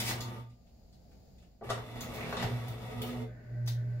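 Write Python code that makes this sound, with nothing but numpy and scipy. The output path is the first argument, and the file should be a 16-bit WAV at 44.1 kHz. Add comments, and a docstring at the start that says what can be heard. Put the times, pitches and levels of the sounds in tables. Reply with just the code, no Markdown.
"""A tabletop cup sealer works in a small hard room. First its humming motor turns rattling gears, winds
crackling film and stops. After a pause with faint ticks it starts again with a knock and a clunk.
It draws the cup in on a scraping tray, then strains to lift it to the heater. Switches click along
the way. At the end the gears wind down, leaving a deep electric hum and a thin whirr."""
import sys
import numpy as np
from scipy import signal
from scipy.fft import rfft, irfft
from scipy.io import wavfile
from scipy.ndimage import uniform_filter1d

SR = 44100
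rng = np.random.default_rng(int(sys.argv[2]) if len(sys.argv) > 2 else 0)


def pcm_store(signal):
    """Save signal as 16-bit PCM."""
    levels = np.round(np.clip(np.atleast_2d(signal), -1, 1) * 32767)
    wavfile.write(sys.argv[1], SR, levels.astype(np.int16).T)


N = 176400
RIGHT_DELAY_S = 0.00013  # sound reaches the left microphone first

# How hard the gears work: time_s, level_db
GEAR_LOAD = [(0, 3), (.39, -4), (.46, -25.5), (.56, -42), (1.6, -63), (1.64, -1.5), (1.85, -4), (2.05, 2.5),
             (2.3, 2.5), (2.56, 1.5), (2.8, -0.5), (3.0, 2), (3.22, -1.5), (3.3, -47), (3.45, -29.5),
             (4, -21.5)]
# The table's deep shudder: pitch_hz, level_db
TABLE_RUMBLE = [(20, -23.5), (45, 2.5), (70, 5.5), (100, -7.5), (160, -1.5), (220, 1), (300, -7.5),
                (800, -58)]


def motor():
    """Magnetism makes the motor hum and its housing buzz; the hum shakes more as the gears work harder."""
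    # Loudness of the hum: time_s, level_db
    hum_levels = [(0, -41), (.06, -40.5), (.25, -42), (.46, -47), (.53, -52.5), (.62, -79), (1.59, -105),
                  (1.66, -47), (1.73, -40.5), (1.85, -48.5), (2.05, -51.5), (2.39, -49.5), (2.44, -34),
                  (2.505, -49), (2.54, -37), (2.68, -42.5), (2.8, -45), (3.1, -44.5), (3.26, -40.5),
                  (3.43, -54.5), (3.54, -37.5), (3.66, -31.5), (4, -36)]
    # Loudness of the buzz: time_s, level_db
    buzz_levels = [(0, -49.5), (.33, -55), (.55, -71.5), (1.6, -100.5), (1.7, -59.5), (2.05, -52.5),
                   (2.43, -45), (2.62, -58.5), (2.84, -54.5), (3.04, -43.5), (3.24, -42), (3.33, -66),
                   (4, -73)]
    hum_hz, buzz_hz = 119.1, 240.9
    phase = turning(hum_hz, wobble=0.0025)
    shake = np.sqrt(fader(GEAR_LOAD))
    stereo_phase = phase + np.array([[np.pi], [-np.pi]]) * hum_hz * RIGHT_DELAY_S
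    tone = np.sin(stereo_phase) + amp(-27.5) * np.sin(2 * stereo_phase)
    sway = np.array([[1], [-1]]) * amp(-19) * drift(24.87) * np.sin(phase)
    sway += 0.49 * drift(45) * np.cos(stereo_phase)
    hum = (tone + shake * sway) * fader(hum_levels) * amp(2.5 * shake * drift(45))
    buzz = np.sin(turning(buzz_hz, wobble=0.00945)) * fader(buzz_levels) * amp(2.0 * drift(29.9))
    return np.sqrt(2) * (hum + buzz)


def gears():
    """Gear teeth rattle in time with the motor's pulses, whine, and shake the frame and table."""
    # Tone of the rattle: pitch_hz, level_db
    rattle_colour = [(300, 1), (430, 2.5), (650, -3.5), (1020, -6), (1320, -5.5), (1600, -11),
                     (3550, -16.5), (4600, -22.5), (9500, -29.5), (13000, -23), (15500, -33.5)]
    # Thin running whines: pitch_hz, width_hz, level_db
    whines = [(1963, 77, -72.5), (3410, 140, -67.5)]
    # Gear notes while winding film: pitch_hz, level_db
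    wind_tones = [(210, -54), (360.7, -62.5), (433, -67), (721, -70), (910, -57.5), (1206, -58.5)]
    # Gear notes while moving the cup: pitch_hz, level_db
    lift_tones = [(428, -56.5), (518, -61.5), (617, -63), (667, -70.5), (927, -66.5), (1211, -66),
                  (1254, -64), (3440, -73)]
    # Loudness of both sets of notes: time_s, level_db
    tone_levels = [(.37, -2), (.58, -35), (1.6, -71), (1.68, -5), (1.95, -4.5), (2.4, -2.5), (3.23, -2),
                   (3.36, -37), (3.6, -64.5)]
    # Straining notes at the top of the lift: pitch_hz, level_db
    strain_tones = [(360.7, -58.5), (441.4, -52.5), (516.8, -57.5), (732, -63.5), (856, -70.5),
                    (2099, -71.5)]
    # Loudness of the straining: time_s, level_db
    strain_levels = [(2.7, -57), (2.87, -7), (3.06, 0), (3.25, 1.5), (3.55, -62)]
    load = fader(GEAR_LOAD)
    teeth = grains(3000, scatter_db=2.5) * (1 + 0.36 * np.sin(turning(hz=119.1, wobble=0.01996)))
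    teeth = unit(teeth) * amp(drift(39.6)) * load
    rattle = amp(-48.5) * unit(cut(colour(teeth, rattle_colour), 285, "high"))
    rattle += amp(-53.5) * unit(frame(teeth))
    whine = sum(amp(db) * unit(ring_twice(teeth, hz, 2 * width) * amp(3 * drift(15)))
                for hz, width, db in whines)
    tones = np.where(clock() < 1, gear_tones(wind_tones), gear_tones(lift_tones)) * fader(tone_levels)
    strain = gear_tones(strain_tones) * fader(strain_levels)
    rumble = amp(-52) * spread(*(unit(colour(n, TABLE_RUMBLE)) for n in rng.standard_normal((2, N))))
    average_load = np.sqrt(np.mean(load ** 2))
    return room(average_load * (rattle + whine)) + tones + strain + rumble * load


def gear_tones(tones):
    """Meeting teeth sing wavering notes that reach left and right out of step."""
    out = 0
    for hz, db in tones:
        phase = turning(hz, wobble=0.0045)
        middle = np.sin(phase) * amp(4.5 * drift(34.98))
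        side = 1.37 * np.cos(phase) * drift(23.95)
        out = out + amp(db) * spread(middle, side)
    return np.sqrt(2) * out


def clunks():
    """Sharp cracks and knocks ring the frame: a film snap, starting clunks, the tray's jolts and thumps."""
    # Cracks and knocks: start_s, level_db, dull_above_hz, ring_db, decay_s
    knocks = [(.108, -39, 3000, -14, 0.0028), (1.608, -40.5, 770, 11, 0.022),
              (1.689, -38.5, 2270, -16, 0.014), (1.699, -34, 11400, 5, 0.0037),
              (1.704, -37, 2060, -9.5, 0.0036), (1.721, -44.5, 2380, 1, 0.037),
              (1.776, -44.5, 1690, -3, 0.0042), (2.182, -50, 2850, -13, 0.0047),
              (2.3252, -35.5, 2250, -3, .002), (2.3674, -39.5, 3970, -1.5, 0.0023),
              (2.397, -40, 4960, 1, 0.0015), (2.4233, -37.5, 3800, 1.5, 0.0028),
              (2.441, -38.5, 500, -2, 0.0084), (2.476, -41, 400, 6, 0.0023)]
    # Tone of the crack: pitch_hz, level_db
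    crack_colour = [(100, 2.5), (300, -1), (650, 3.5), (1300, 5), (2400, -5), (3300, 1.5), (5000, -0.5),
                    (15000, -7.5)]
    out = 0
    for start_s, db, dull_above_hz, ring_db, decay_s in knocks:
        push = cut(chatter(start_s, decay_s), dull_above_hz, "low")
        crack = unit(colour(push, crack_colour))
        out = out + burst(crack + amp(ring_db) * unit(frame(push)), db)
    return out


def frame(x):
    """The shaken frame rings at its own pitches."""
    # The frame's notes: pitch_hz, width_hz, level_db
    notes = [(220, 52, -3), (426.6, 49.4, 11.5), (654, 81, 2), (769, 33, 7), (865, 15, -14.5),
             (1174, 57, 4.5), (1910, 203, -6)]
    return sum((-1) ** k * amp(db) * ring(x, hz, width) for k, (hz, width, db) in enumerate(notes))


def tray():
    """The cup tray sticks and slips, harder near the end of its travel, and creaks on the way."""
    # Loudness of the scrape: time_s, level_db
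    scrape_levels = [(2.0, -85), (2.15, -55), (2.25, -39.5), (2.33, -50), (2.39, -40), (2.435, -35),
                     (2.48, -61), (2.52, -56), (2.6, -100)]
    # Tone of the scrape: pitch_hz, level_db
    scrape_colour = [(100, 1.5), (160, 16.5), (300, 0.5), (480, 12.5), (680, 3.5), (800, 2), (3000, -6),
                     (6000, -17.5), (10000, -23), (15000, -29)]
    creak_at_s, creak_swell_s = 2.205, .04
    slips = colour(grains(900, scatter_db=4.5), scrape_colour)
    scrape = unit(cut(slips, 100, "high")) * fader(scrape_levels)
    creak = unit(ring_twice(grains(235, scatter_db=4.8), hz=2230, width_hz=600))
    return scrape + amp(-46) * creak * np.exp(-((clock() - creak_at_s) / creak_swell_s) ** 2)


def film():
    """Plastic film crackles off its roll."""
    # Loudness of the crackle: time_s, level_db
    crackle_levels = [(0, -26.5), (.02, -48), (.055, -37.5), (.098, -33.5), (.116, -46), (.128, -64.5),
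                      (.17, -100)]
    # Tone of the crackle: pitch_hz, level_db
    crackle_colour = [(400, -4), (750, -5.5), (1000, -9), (1400, -12.5), (2000, -2), (6000, -7.5),
                      (10000, -12), (15000, -9)]
    crackle = colour(grains(3500, scatter_db=3.9), crackle_colour)
    return unit(cut(crackle, 340, "high")) * fader(crackle_levels)


def clicks():
    """Switches and catches snap, each with its own ping; the resting machine ticks faintly."""
    # Switch snaps: start_s, level_db, pitch_hz, ping_db, decay_s, bright_db
    snaps = [(.203, -42, 6700, -12, 0.0044, -2), (2.005, -41, 6830, -11, 0.0041, 5),
             (2.134, -46.5, 6470, -18, 0.025, 5.5), (2.29, -54, 13200, -7, 0.0055, 15),
             (2.417, -52.5, 12200, 3, .008, 4), (2.678, -51, 13500, -12, .0031, 5.5),
             (3.016, -40, 2880, -6, 0.002, 6), (3.06, -50, 3460, -23, .022, 3.5),
             (3.658, -53.5, 6130, -10, .008, 1.5), (3.672, -42, 6030, -17, 0.0051, 0)]
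    # Tone of a snap: pitch_hz, level_db
    snap_colour = [(400, 1.5), (1500, -1.5), (2800, -1.5), (3700, 7), (6200, -1), (9300, -7.5),
                   (12000, -1.5), (16000, 0)]
    # Ticks in the pause: start_s, level_db, pitch_hz
    ticks = [(.496, -73, 2830), (.665, -76, 2970), (.925, -70, 4330), (1.112, -72, 1700),
             (1.38, -70.5, 3380), (1.42, -70.5, 1900)]
    out = 0
    for start_s, db, hz, ping_db, decay_s, bright_db in snaps:
        snap = colour(chatter(start_s, decay_s, rise_s=0.0043), snap_colour)
        snap = colour(snap, [(5600, 0), (12800, bright_db)])
        ping = ring_twice(snap, hz, width_hz=1300)
        out = out + burst(unit(snap) + amp(ping_db) * unit(ping), db)
    for start_s, db, hz in ticks:
        out = out + burst(ring(chatter(start_s, decay_s=0.012), hz, width_hz=1800), db)
    return out


def whirr():
    """The machine whirrs thinly and the table shudders while the heater presses."""
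    # Bands of whirring noise: pitch_hz, width_hz, level_db
    bands = [(444, 148, -62.5), (600.6, 16.5, -64.5), (1533, 79, -69.5), (1860, 300, -69.5)]
    start_s, rise_s = 3.25, 0.018
    fade_in = np.clip((clock() - start_s) / rise_s, 0, 1)
    song = sum(amp(db) * unit(ring_twice(rng.standard_normal(N), hz, 2 * width))
               for hz, width, db in bands)
    shudder = amp(-55.5) * unit(colour(rng.standard_normal(N), TABLE_RUMBLE))
    return fade_in * (song + shudder)


def room(x):
    """Hard walls add a short echo that dulls as it dies."""
    low_fade_s, high_fade_s = 0.3, 0.22  # time to fall by 60 dB
    t, echo_gain = clock(), amp(1)
    a, b = (cut(n, 4120, "low") * amp(-60 * t / low_fade_s)
            - cut(n, 3940, "high") * amp(-60 * t / high_fade_s) for n in rng.standard_normal((2, N)))
    tail = spread(unit(a), unit(b)) * (t > .002) * echo_gain / np.sqrt(N)
    echo = signal.fftconvolve(x[None], tail, axes=1)[:, :N]
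    right = np.r_[np.zeros(int(RIGHT_DELAY_S * SR)), x][:N]
    return (np.array([x, right]) + echo) / np.sqrt(1 + echo_gain ** 2)


def air():
    """The room's quiet background noise gently rises and falls."""
    # Tone of the background: pitch_hz, level_db
    air_colour = [(20, -12), (59, 3), (96, -7), (220, -8.5), (330, -20.5), (720, -19), (1050, -39.5),
                  (3400, -43.5), (4800, -33.5), (5900, -44.5), (7000, -37), (8200, -55), (15000, -43)]
    a, b = (unit(colour(n, air_colour)) for n in rng.standard_normal((2, N)))
    return (spread(a, b) + 0.12 * np.array([b, -b])) * amp(-60 + 2.64 * drift(4.64))


def amp(db):
    """Turn decibels into a multiplier."""
    return 10 ** (np.asarray(db) / 20)


def unit(x):
    """Scale to an average (rms) size of 1."""
    return x / np.sqrt(np.mean(x ** 2) + 1e-30)


def clock():
    """Time of each sample, in seconds."""
    return np.arange(N) / SR


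def fader(points):
    """A volume curve through (time_s, level_db) points."""
    return amp(np.interp(clock(), *np.array(points).T))


def drift(rate_hz):
    """A smooth random wander, about 1 in size."""
    hold = int(SR / rate_hz)
    steps = np.repeat(rng.standard_normal(N // hold + 1), hold)
    return unit(uniform_filter1d(uniform_filter1d(steps, hold), hold)[:N])


def turning(hz, wobble):
    """Angle of a spinning part whose speed wavers."""
    return 2 * np.pi * np.cumsum(hz * (1 + wobble * drift(12))) / SR


def colour(x, points):
    """Shape the tone along (pitch_hz, level_db) points."""
    hz, db = np.array(points).T
    grid_hz = np.arange(N + 1) * SR / (2 * N)
    gains = amp(np.interp(np.log(grid_hz + 1e-3), np.log(hz), db))
    cepstrum = irfft(np.log(gains))
    cepstrum[1:N] *= 2  # folded so that nothing rings before it is struck
    cepstrum[N + 1:] = 0
    return irfft(rfft(x, 2 * N) * np.exp(rfft(cepstrum)))[..., :N]


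def cut(x, hz, keep, order=2):
    """Keep the "low" or "high" side of a pitch."""
    return signal.sosfilt(signal.butter(order, hz, keep, fs=SR, output="sos"), x + 1e-18)


def ring(x, hz, width_hz):
    """Ring at one pitch; a narrower width rings longer."""
    return signal.lfilter(*signal.iirpeak(hz, hz / width_hz, fs=SR), x + 1e-18)


def ring_twice(x, hz, width_hz):
    """Two rings in a row give a purer pitch."""
    return ring(ring(x, hz, width_hz), hz, width_hz)


def grains(per_second, scatter_db):
    """Tiny random taps of uneven size."""
    taps = (rng.random(N) < per_second / SR) * rng.choice([-1, 1], N)
    return unit(taps * amp(scatter_db * np.minimum(rng.exponential(size=N), 3)))


def chatter(start_s, decay_s, rise_s=0.0016):
    """Two parts meet and chatter quickly to rest."""
    age = np.maximum(clock() - start_s, 0)
    return grains(6000, scatter_db=3.7) * (1 - np.exp(-age / rise_s)) ** 2 * np.exp(-age / decay_s)


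def burst(x, db):
    """Give a short sound the energy of 20 ms at this level."""
    return unit(x) * amp(db) * np.sqrt(.02 * SR / N)


def spread(middle, side):
    """Make a left and right pair that shares its bass."""
    side = cut(side, 636, "high", order=1)
    return np.array([middle + side, middle - side])


def scene():
    """The machine in its room."""
    return motor() + gears() + room(film() + tray() + clunks() + clicks() + whirr()) + air()


def record(dry):
    """The two microphones differ a little in tone, and the highest treble is cut."""
    # How much louder the left side is: pitch_hz, left_minus_right_db
    balance = [(60, 1), (120, -1), (200, -5), (380, 3), (1000, 0.5), (2400, -2.5), (4400, 2.5), (8000, 5.5),
               (15000, -1)]
    top_hz = 15700
    pair = np.array([colour(x, [(hz, sign * db / 2) for hz, db in balance])
                     for x, sign in zip(dry, (1, -1))])
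    return signal.sosfilt(signal.ellip(10, .2, 80, top_hz, fs=SR, output="sos"), pair)


dry = scene()
out = record(dry)
pcm_store(out)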